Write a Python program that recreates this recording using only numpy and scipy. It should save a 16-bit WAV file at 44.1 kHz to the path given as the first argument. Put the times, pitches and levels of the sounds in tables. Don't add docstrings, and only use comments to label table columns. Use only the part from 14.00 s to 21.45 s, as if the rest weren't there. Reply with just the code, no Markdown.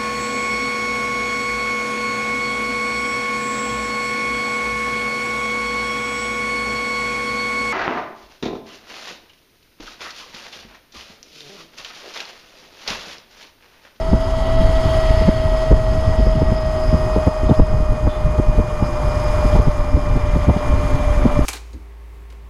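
import sys
import numpy as np
from scipy import signal
from scipy.fft import rfft, irfft, next_fast_len
from scipy.io import wavfile
from scipy.ndimage import uniform_filter1d

SR = 44100
rng = np.random.default_rng(int(sys.argv[2]) if len(sys.argv) > 2 else 0)


def invert_db(level):
    return 10 ** (np.asarray(level, dtype=float) / 20)


def log_audio(samples):
    frames = np.atleast_2d(samples).T
    limited = np.clip(frames, -1, 1)
    pcm = np.round(limited * 32767).astype(np.int16)
    wavfile.write(sys.argv[1], SR, pcm)


N = 328646


def rms_one(x):
    return x / np.sqrt(np.mean(x ** 2) + 1e-20)


def in_time(rows):
    s, *columns = np.transpose(rows)
    return [np.interp(np.arange(N) / SR, s, column) for column in columns]


def drift(rate_hz):
    pole = np.exp(-2 * np.pi * rate_hz * 40 / SR)
    white = rng.standard_normal(N // 40 + 2002)
    slow = signal.lfilter([1], [1, -2 * pole, pole * pole], white)[2000:]
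    return np.interp(np.arange(N) / 40, np.arange(len(slow)), rms_one(slow))


def frame_db(hz):
    # (centre [Hz], width [Hz], lift [dB])
    modes = [(1038, 300, 1.5), (1294, 45, -1.5), (1923, 30, 3.5), (2050, 100, 3.5), (2440, 230, 3),
             (2874, 170, 6.5), (3206, 77, 6.5), (3400, 58, 2), (4470, 50, 3.5), (5064, 460, 9.5),
             (6260, 290, 5.5), (6620, 380, 5.5), (9070, 510, 4), (10930, 1500, 11.5), (13000, 600, 6.5)]
    return sum(db / (1 + (2 * (hz - centre) / width) ** 2) for centre, width, db in modes)


def noise(spectrum, patchy_db, flicker_hz, through_frame=False):
    size = next_fast_len(N)
    hz = np.arange(size // 2 + 1) * SR / size + 1
    points_hz, points_db = np.transpose(spectrum)
    shape_db = np.interp(np.log(hz), np.log(points_hz), points_db, left=-120, right=-120)
    if through_frame:
        shape_db = shape_db + frame_db(hz)
    bins = rfft(rng.standard_normal(size)) * invert_db(shape_db)
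    octave = np.floor(np.log2(hz / points_hz[0]))
    together = drift(flicker_hz)
    out = np.zeros(N)
    for k in range(int(np.log2(points_hz[-1] / points_hz[0])) + 1):
        band = irfft(bins * (octave == k), size)[:N]
        out += band * invert_db(patchy_db * (together + drift(flicker_hz)))
    return rms_one(out)


def evened(x, size, floor):
    return rms_one(x / np.sqrt(uniform_filter1d(x ** 2, size=size) + floor))


def swells(times, levels_db, half_lengths, rise, flat=1):
    out = np.zeros(N)
    for s, db, half in zip(times, levels_db, half_lengths):
        hump = np.hanning(int(max(half, .004) * 2 * SR)) ** flat
        i = max(int((s - rise * half) * SR), 0)
        out[i:i + len(hump)] += invert_db(db) * hump[:N - i]
    return out


def motor():
    # (time [s], frequency [Hz])
    speed = [(0, 646.8), (0.3, 646.8), (0.5, 648.8), (0.75, 646.2), (1, 640.5), (1.7, 635.8), (2.1, 636.8),
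             (2.4, 634.8), (3, 625.5), (3.3, 622.2), (3.6, 621.5), (3.9, 615.2), (4.5, 610.2), (4.8, 603.5),
             (5.4, 603.2), (5.85, 596.2), (6.9, 597), (7.2, 593.5), (7.45, 593.5)]
    # (time [s], whine level [dB])
    whine_levels = [(0, -25.5), (.3, -24.5), (.58, -20.5), (.8, -21.5), (1, -19.5), (1.25, -20.5),
                    (1.7, -20), (2.1, -22), (2.9, -22), (3.25, -22), (3.9, -25), (4.4, -25), (4.9, -27),
                    (5.5, -23.5), (5.9, -28), (6.3, -28), (6.9, -26.5), (7.45, -26.5)]
    per_turn = [31.7, 32.6, 50, 53, 54, 56, 57, 60, 65, 70, 75, 82.5, 99, 100, 108, 109, 110, 115, 165, 220,
                255, 270, 275, 330, 385, 440]
    # (level when fast [dB], level half slowed [dB], level when slow [dB])
    line_levels = [(-30, -27.5, -17.5), (-18, -18, -20), (-24, -40, -30), (-28, -37, -59), (-50, -43, -14),
                   (-26, -14, -47), (-27, -17, -13), (-23, -27, -23), (-23, -24, -55), (-24, -58, -42),
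                   (-20, -23, -52), (-25, -38, -27), (-48, -41, -15), (-40.5, -20, -20), (-52, -23, -20.5),
                   (-22, -42, -31), (-18, -21.5, -15.5), (-35, -38, -21.5), (-24, -22, -28),
                   (-41, -29, -20), (-34, -49, -57), (-40, -52, -55), (-34, -37, -42), (-34, -53, -31),
                   (-32, -40, -43), (-43, -38.5, -44)]
    pulls_per_turn = 55
    fast_hz, slow_hz = 650, 595
    frame_share = 1.23
    overtone_wander_db, side_wander_db = 1.2, 3.0

    (hz,), (whine_db,) = in_time(speed), in_time(whine_levels)
    slowed = np.clip((fast_hz - hz) / (fast_hz - slow_hz), 0, 1)
    turn = 2 * np.pi * np.cumsum(hz + 1.34 * drift(35.0)) / SR / pulls_per_turn
    out = invert_db(1.4 * drift(38.0)) * np.sin(pulls_per_turn * turn)
    for times, levels_db in zip(per_turn, line_levels):
        lift_db = frame_share * frame_db(times / pulls_per_turn * hz[::64])
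        wander_db = side_wander_db if times % pulls_per_turn else overtone_wander_db
        level_db = np.interp(slowed[::64], [0, .5, 1], levels_db)
        level_db = level_db + lift_db + wander_db * drift(8.9)[::64]
        waver = (.001 + (times / 11000) ** 2) * times * drift(25.0)
        out += invert_db(level_db).repeat(64)[:N] * np.sin(times * turn + waver)
    return np.sqrt(2) * invert_db(whine_db) * out, turn, slowed


def tyres(turn, slowed):
    # (time [s], grain for roar and hiss [dB], middle band for drone and buzz [dB], ringing band [dB])
    road = [(0, -1, -2.5, 3), (.3, 0.5, -0.5, 2), (.6, 1, 2, 2), (.85, 2.5, 4.5, 4), (1.25, 1, 5.5, 6),
            (1.7, 2.5, 2, 2.5), (2.1, 2.5, 2, 7), (2.5, -0.5, 0.5, 3), (2.9, 2, 0.5, 8.5),
            (3.25, 2.5, 1, 3), (3.9, 1.4, -0.5, -1.5), (4.4, 0.5, 0, -4), (4.8, 1.5, 0, 0),
            (5.1, 2.7, 2, 6), (5.5, 4.5, 5.5, 7), (5.9, 0.8, 1.5, 3), (6.3, .5, 3.5, 1), (6.9, 3, 4.5, -3),
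            (7.45, 2, 3.5, -2)]
    # (frequency [Hz], level [dB per Hz])
    roar_spectrum = [(150, -4), (250, -6), (500, -4.5), (900, -3.5), (1350, -7.5), (1600, -18.5),
                     (2000, -34)]
    drone_spectrum = [(1200, -16.5), (1500, 1), (2100, 2.5), (2500, -5), (3000, -16)]
    buzz_spectrum = [(2000, -38), (2600, -6.5), (3100, 2.5), (4000, -2), (4600, -3), (5100, -19)]
    ring_spectrum = [(4300, -34), (4800, 3), (5300, -1), (5800, -10)]
    hiss_spectrum = [(4500, -12.5), (5700, -5), (7000, -3.5), (7800, -7.5), (10000, -13), (11800, -19.5),
                     (13500, -21), (15000, -29)]

    grain_db, middle_db, ringing_db = in_time(road)
    roar_db = -31.5 + 0.97 * slowed + grain_db
    drone_db = -43 + middle_db
    buzz_db = -44 - 6.5 * slowed + 1.22 * middle_db
    ring_db = -52 + ringing_db
    hiss_db = -50 - 1.1 * slowed + 0.97 * grain_db + 0.45 * middle_db

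    roar = invert_db(roar_db) * noise(roar_spectrum, patchy_db=0.7, flicker_hz=14.0, through_frame=True)
    drone = invert_db(drone_db) * noise(drone_spectrum, patchy_db=1.15, flicker_hz=75.0, through_frame=True)
    buzz = invert_db(buzz_db) * noise(buzz_spectrum, patchy_db=1.05, flicker_hz=30.0, through_frame=True)
    ring = invert_db(ring_db) * noise(ring_spectrum, patchy_db=1.5, flicker_hz=15.0, through_frame=True)
    hiss = invert_db(hiss_db) * noise(hiss_spectrum, patchy_db=0.82, flicker_hz=33.0, through_frame=True)
    beat_db = 0.22 * np.cos(2 * turn)
    return invert_db(beat_db) * (roar + drone + buzz + ring + hiss)


def hum():
    # (time [s], frequency [Hz], level [dB])
    tone = [(0, 257.4, -41.5), (.6, 260.5, -33), (1.2, 261.4, -37.5), (2.2, 249.8, -41.5), (3, 250, -37.5),
            (3.8, 253.5, -70), (5, 256.7, -43), (5.6, 265.6, -42), (6.3, 269.5, -38), (7, 266, -34.5),
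            (7.45, 262, -31.5)]
    hz, level_db = in_time(tone)
    phase = 2 * np.pi * np.cumsum(hz + 4.21 * drift(7.8)) / SR
    return np.sqrt(2) * invert_db(level_db + 1.76 * drift(13.5)) * np.sin(phase)


def wind():
    # (time [s], rumble level [dB])
    steady = [(0, -20.5), (.3, -20), (.7, -15), (1.25, -14.5), (1.4, -21.5), (2.2, -16.5), (2.6, -20.5),
              (3.1, -17), (3.4, -29), (4.5, -22), (4.9, -20), (5.5, -14.5), (5.7, -25.5), (6.4, -15.5),
              (6.6, -23.5), (7.15, -16), (7.45, -24)]
    # (time [s], level [dB], half length [s])
    surges = [(0.122, -15.5, 0.073), (0.614, -20, 0.14), (0.876, -21, .05), (1.27, -19, 0.036),
              (1.475, -20, 0.14), (1.735, -10.5, .06), (1.945, -19, .1), (2.092, -14.5, 0.036),
              (2.25, -15.5, .09), (2.485, -15, 0.068), (2.91, -27, .14), (3.45, -16.5, .1),
              (3.609, -8.5, 0.05), (3.764, -14.5, 0.13), (3.917, -12.5, 0.064), (4.06, -15.5, .07),
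              (4.262, -14.5, .1), (4.4, -9.5, 0.03), (4.491, -12.5, 0.035), (4.595, -12, 0.032),
              (4.795, -31, 0.099), (5.054, -20, 0.061), (5.553, -19, .08), (5.68, -11, 0.033),
              (5.798, -18.5, 0.11), (5.96, -13.5, 0.063), (6.113, -17, 0.085), (6.497, -31, 0.045),
              (6.72, -17.5, 0.12), (6.85, -21, .04), (6.937, -16, .045), (7.24, -20.5, 0.1),
              (7.393, -10.5, .065)]
    # (time [s], level [dB], bright edge against it [dB], half length [s])
    buffets = [(0.137, -9.5, -9.5, 0.023), (0.613, -11, -23, 0.015), (1.108, -9.5, -24, 0.0085),
               (1.216, -11.5, -13, 0.013), (1.288, -3.5, -13.5, 0.015), (1.721, -11, -0.5, 0.028),
               (1.772, -21, -6, 0.012), (1.934, -20, -17, 0.016), (2.196, -9.5, -22, 0.019),
               (2.272, -13, -9, 0.013), (2.368, -15, -30, 0.03), (2.422, -8.5, -14, 0.015),
               (2.524, -3.5, -25, 0.0076), (2.942, -11.5, -15, 0.03), (3.168, -12, -1, 0.02),
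               (3.186, -17, -13, 0.012), (3.276, -7.5, -5.5, 0.018), (3.438, -12.5, -17, 0.017),
               (3.497, -15, 1, 0.014), (3.515, -5.5, -8, 0.018), (3.599, -6.5, -5, 0.014),
               (3.74, -17, -15, 0.017), (3.804, -12.5, -17, 0.008), (3.933, -20, -20, 0.014),
               (4.073, -14, -6, 0.018), (4.208, -30, -18, 0.028), (4.3, -30, -26, 0.0094),
               (4.394, -11.5, -8, 0.022), (4.594, -10, -9, 0.027), (4.829, -9.5, -9, 0.012),
               (5.455, -11.5, -12, 0.016), (5.559, -10.5, -7, 0.017), (5.597, -5.5, -12, 0.014),
               (5.675, -9.5, -15, 0.018), (5.938, -15, -25, 0.029), (5.97, -17.5, -3.5, 0.016),
               (6.167, -14.5, -20, 0.027), (6.365, -9.5, -20, 0.017), (6.495, -6, -10.5, 0.032),
               (6.568, -10.5, -20, 0.01), (6.735, -17, -16, 0.014), (6.952, -14, -24, 0.018),
               (7.258, -6.5, -11, 0.017), (7.392, -4, -14, 0.0074)]
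    # (frequency [Hz], level [dB per Hz])
    rumble_spectrum = [(8, -5.5), (20, -2.5), (45, -1), (70, -7.5), (110, -10.5), (180, -21.5),
                       (300, -29.5), (600, -49)]
    thump_spectrum = [(25, -12), (60, 4), (120, -1.5), (200, -5), (350, -15), (600, -30.5), (1000, -56)]
    edge_spectrum = [(150, -13), (300, 1.5), (500, 1), (900, -9.5), (1500, -27), (2400, -44)]

    rumble = evened(noise(rumble_spectrum, patchy_db=1.5, flicker_hz=11.0), size=2500, floor=1.0)
    thump = evened(noise(thump_spectrum, patchy_db=0.74, flicker_hz=23.0), size=900, floor=0.038)
    edge = evened(noise(edge_spectrum, patchy_db=5.0, flicker_hz=96.0), size=400, floor=0.036)

    s, level_db, edge_db, half_length = np.transpose(buffets)
    thumps = swells(s, level_db + 0.32, half_length, rise=0.97) * thump
    bright = swells(s, level_db + edge_db, 0.73 * half_length, rise=0.99) * edge
    strength = invert_db(in_time(steady)[0]) + swells(*np.transpose(surges), rise=0.98)
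    flow = strength * rumble + thumps
    high_pass = signal.butter(2, 25, "high", fs=SR, output="sos")
    crests = signal.sosfilt(high_pass, flow ** 2)
    return flow + 0.3 * crests + bright


def ducking():
    # (time [s], gain change [dB])
    dips = np.array([(1.29, -2.5), (1.725, -2), (3.28, -2), (3.6, -2), (5.59, -2.5)])
    fall_s, recover_s = 0.005, 1.01
    since = np.maximum(np.arange(N) / SR - dips[:, :1], 0)
    shape = np.minimum(since / fall_s, 1) * np.exp(-since / recover_s)
    return invert_db(dips[:, 1] @ shape)


def squeaks():
    # (time [s], level of band and of halo [dB], frequency [Hz], length before scaling [s])
    rubs = [(3.49, -45, 3600, .012), (3.54, -46, 3400, .012), (4.085, -50, 3520, .09)]
    white = rng.standard_normal(N)

    def band(hz, half_width_hz):
        limits = [hz - half_width_hz, hz + half_width_hz]
        return rms_one(signal.sosfilt(signal.butter(2, limits, "band", fs=SR, output="sos"), white))

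    out = np.zeros(N)
    for s, db, hz, length in rubs:
        envelope = swells([s], [db], [0.66 * length], rise=0.18, flat=0.2)
        out += envelope * (band(hz, 80) + band(hz, 700))
    return out


def scene():
    whine, turn, slowed = motor()
    rolling = ducking() * (whine + tyres(turn, slowed))
    return (rolling + hum() + wind() + squeaks())[None]


def roll_off(x):
    return signal.sosfilt(signal.butter(12, 15100, fs=SR, output="sos"), x)


def record(dry):
    ceiling = .97
    mix = dry / (1 + (dry / ceiling) ** 4) ** (1 / 4)
    return roll_off(mix)


dry = scene()
out = record(dry)
log_audio(out)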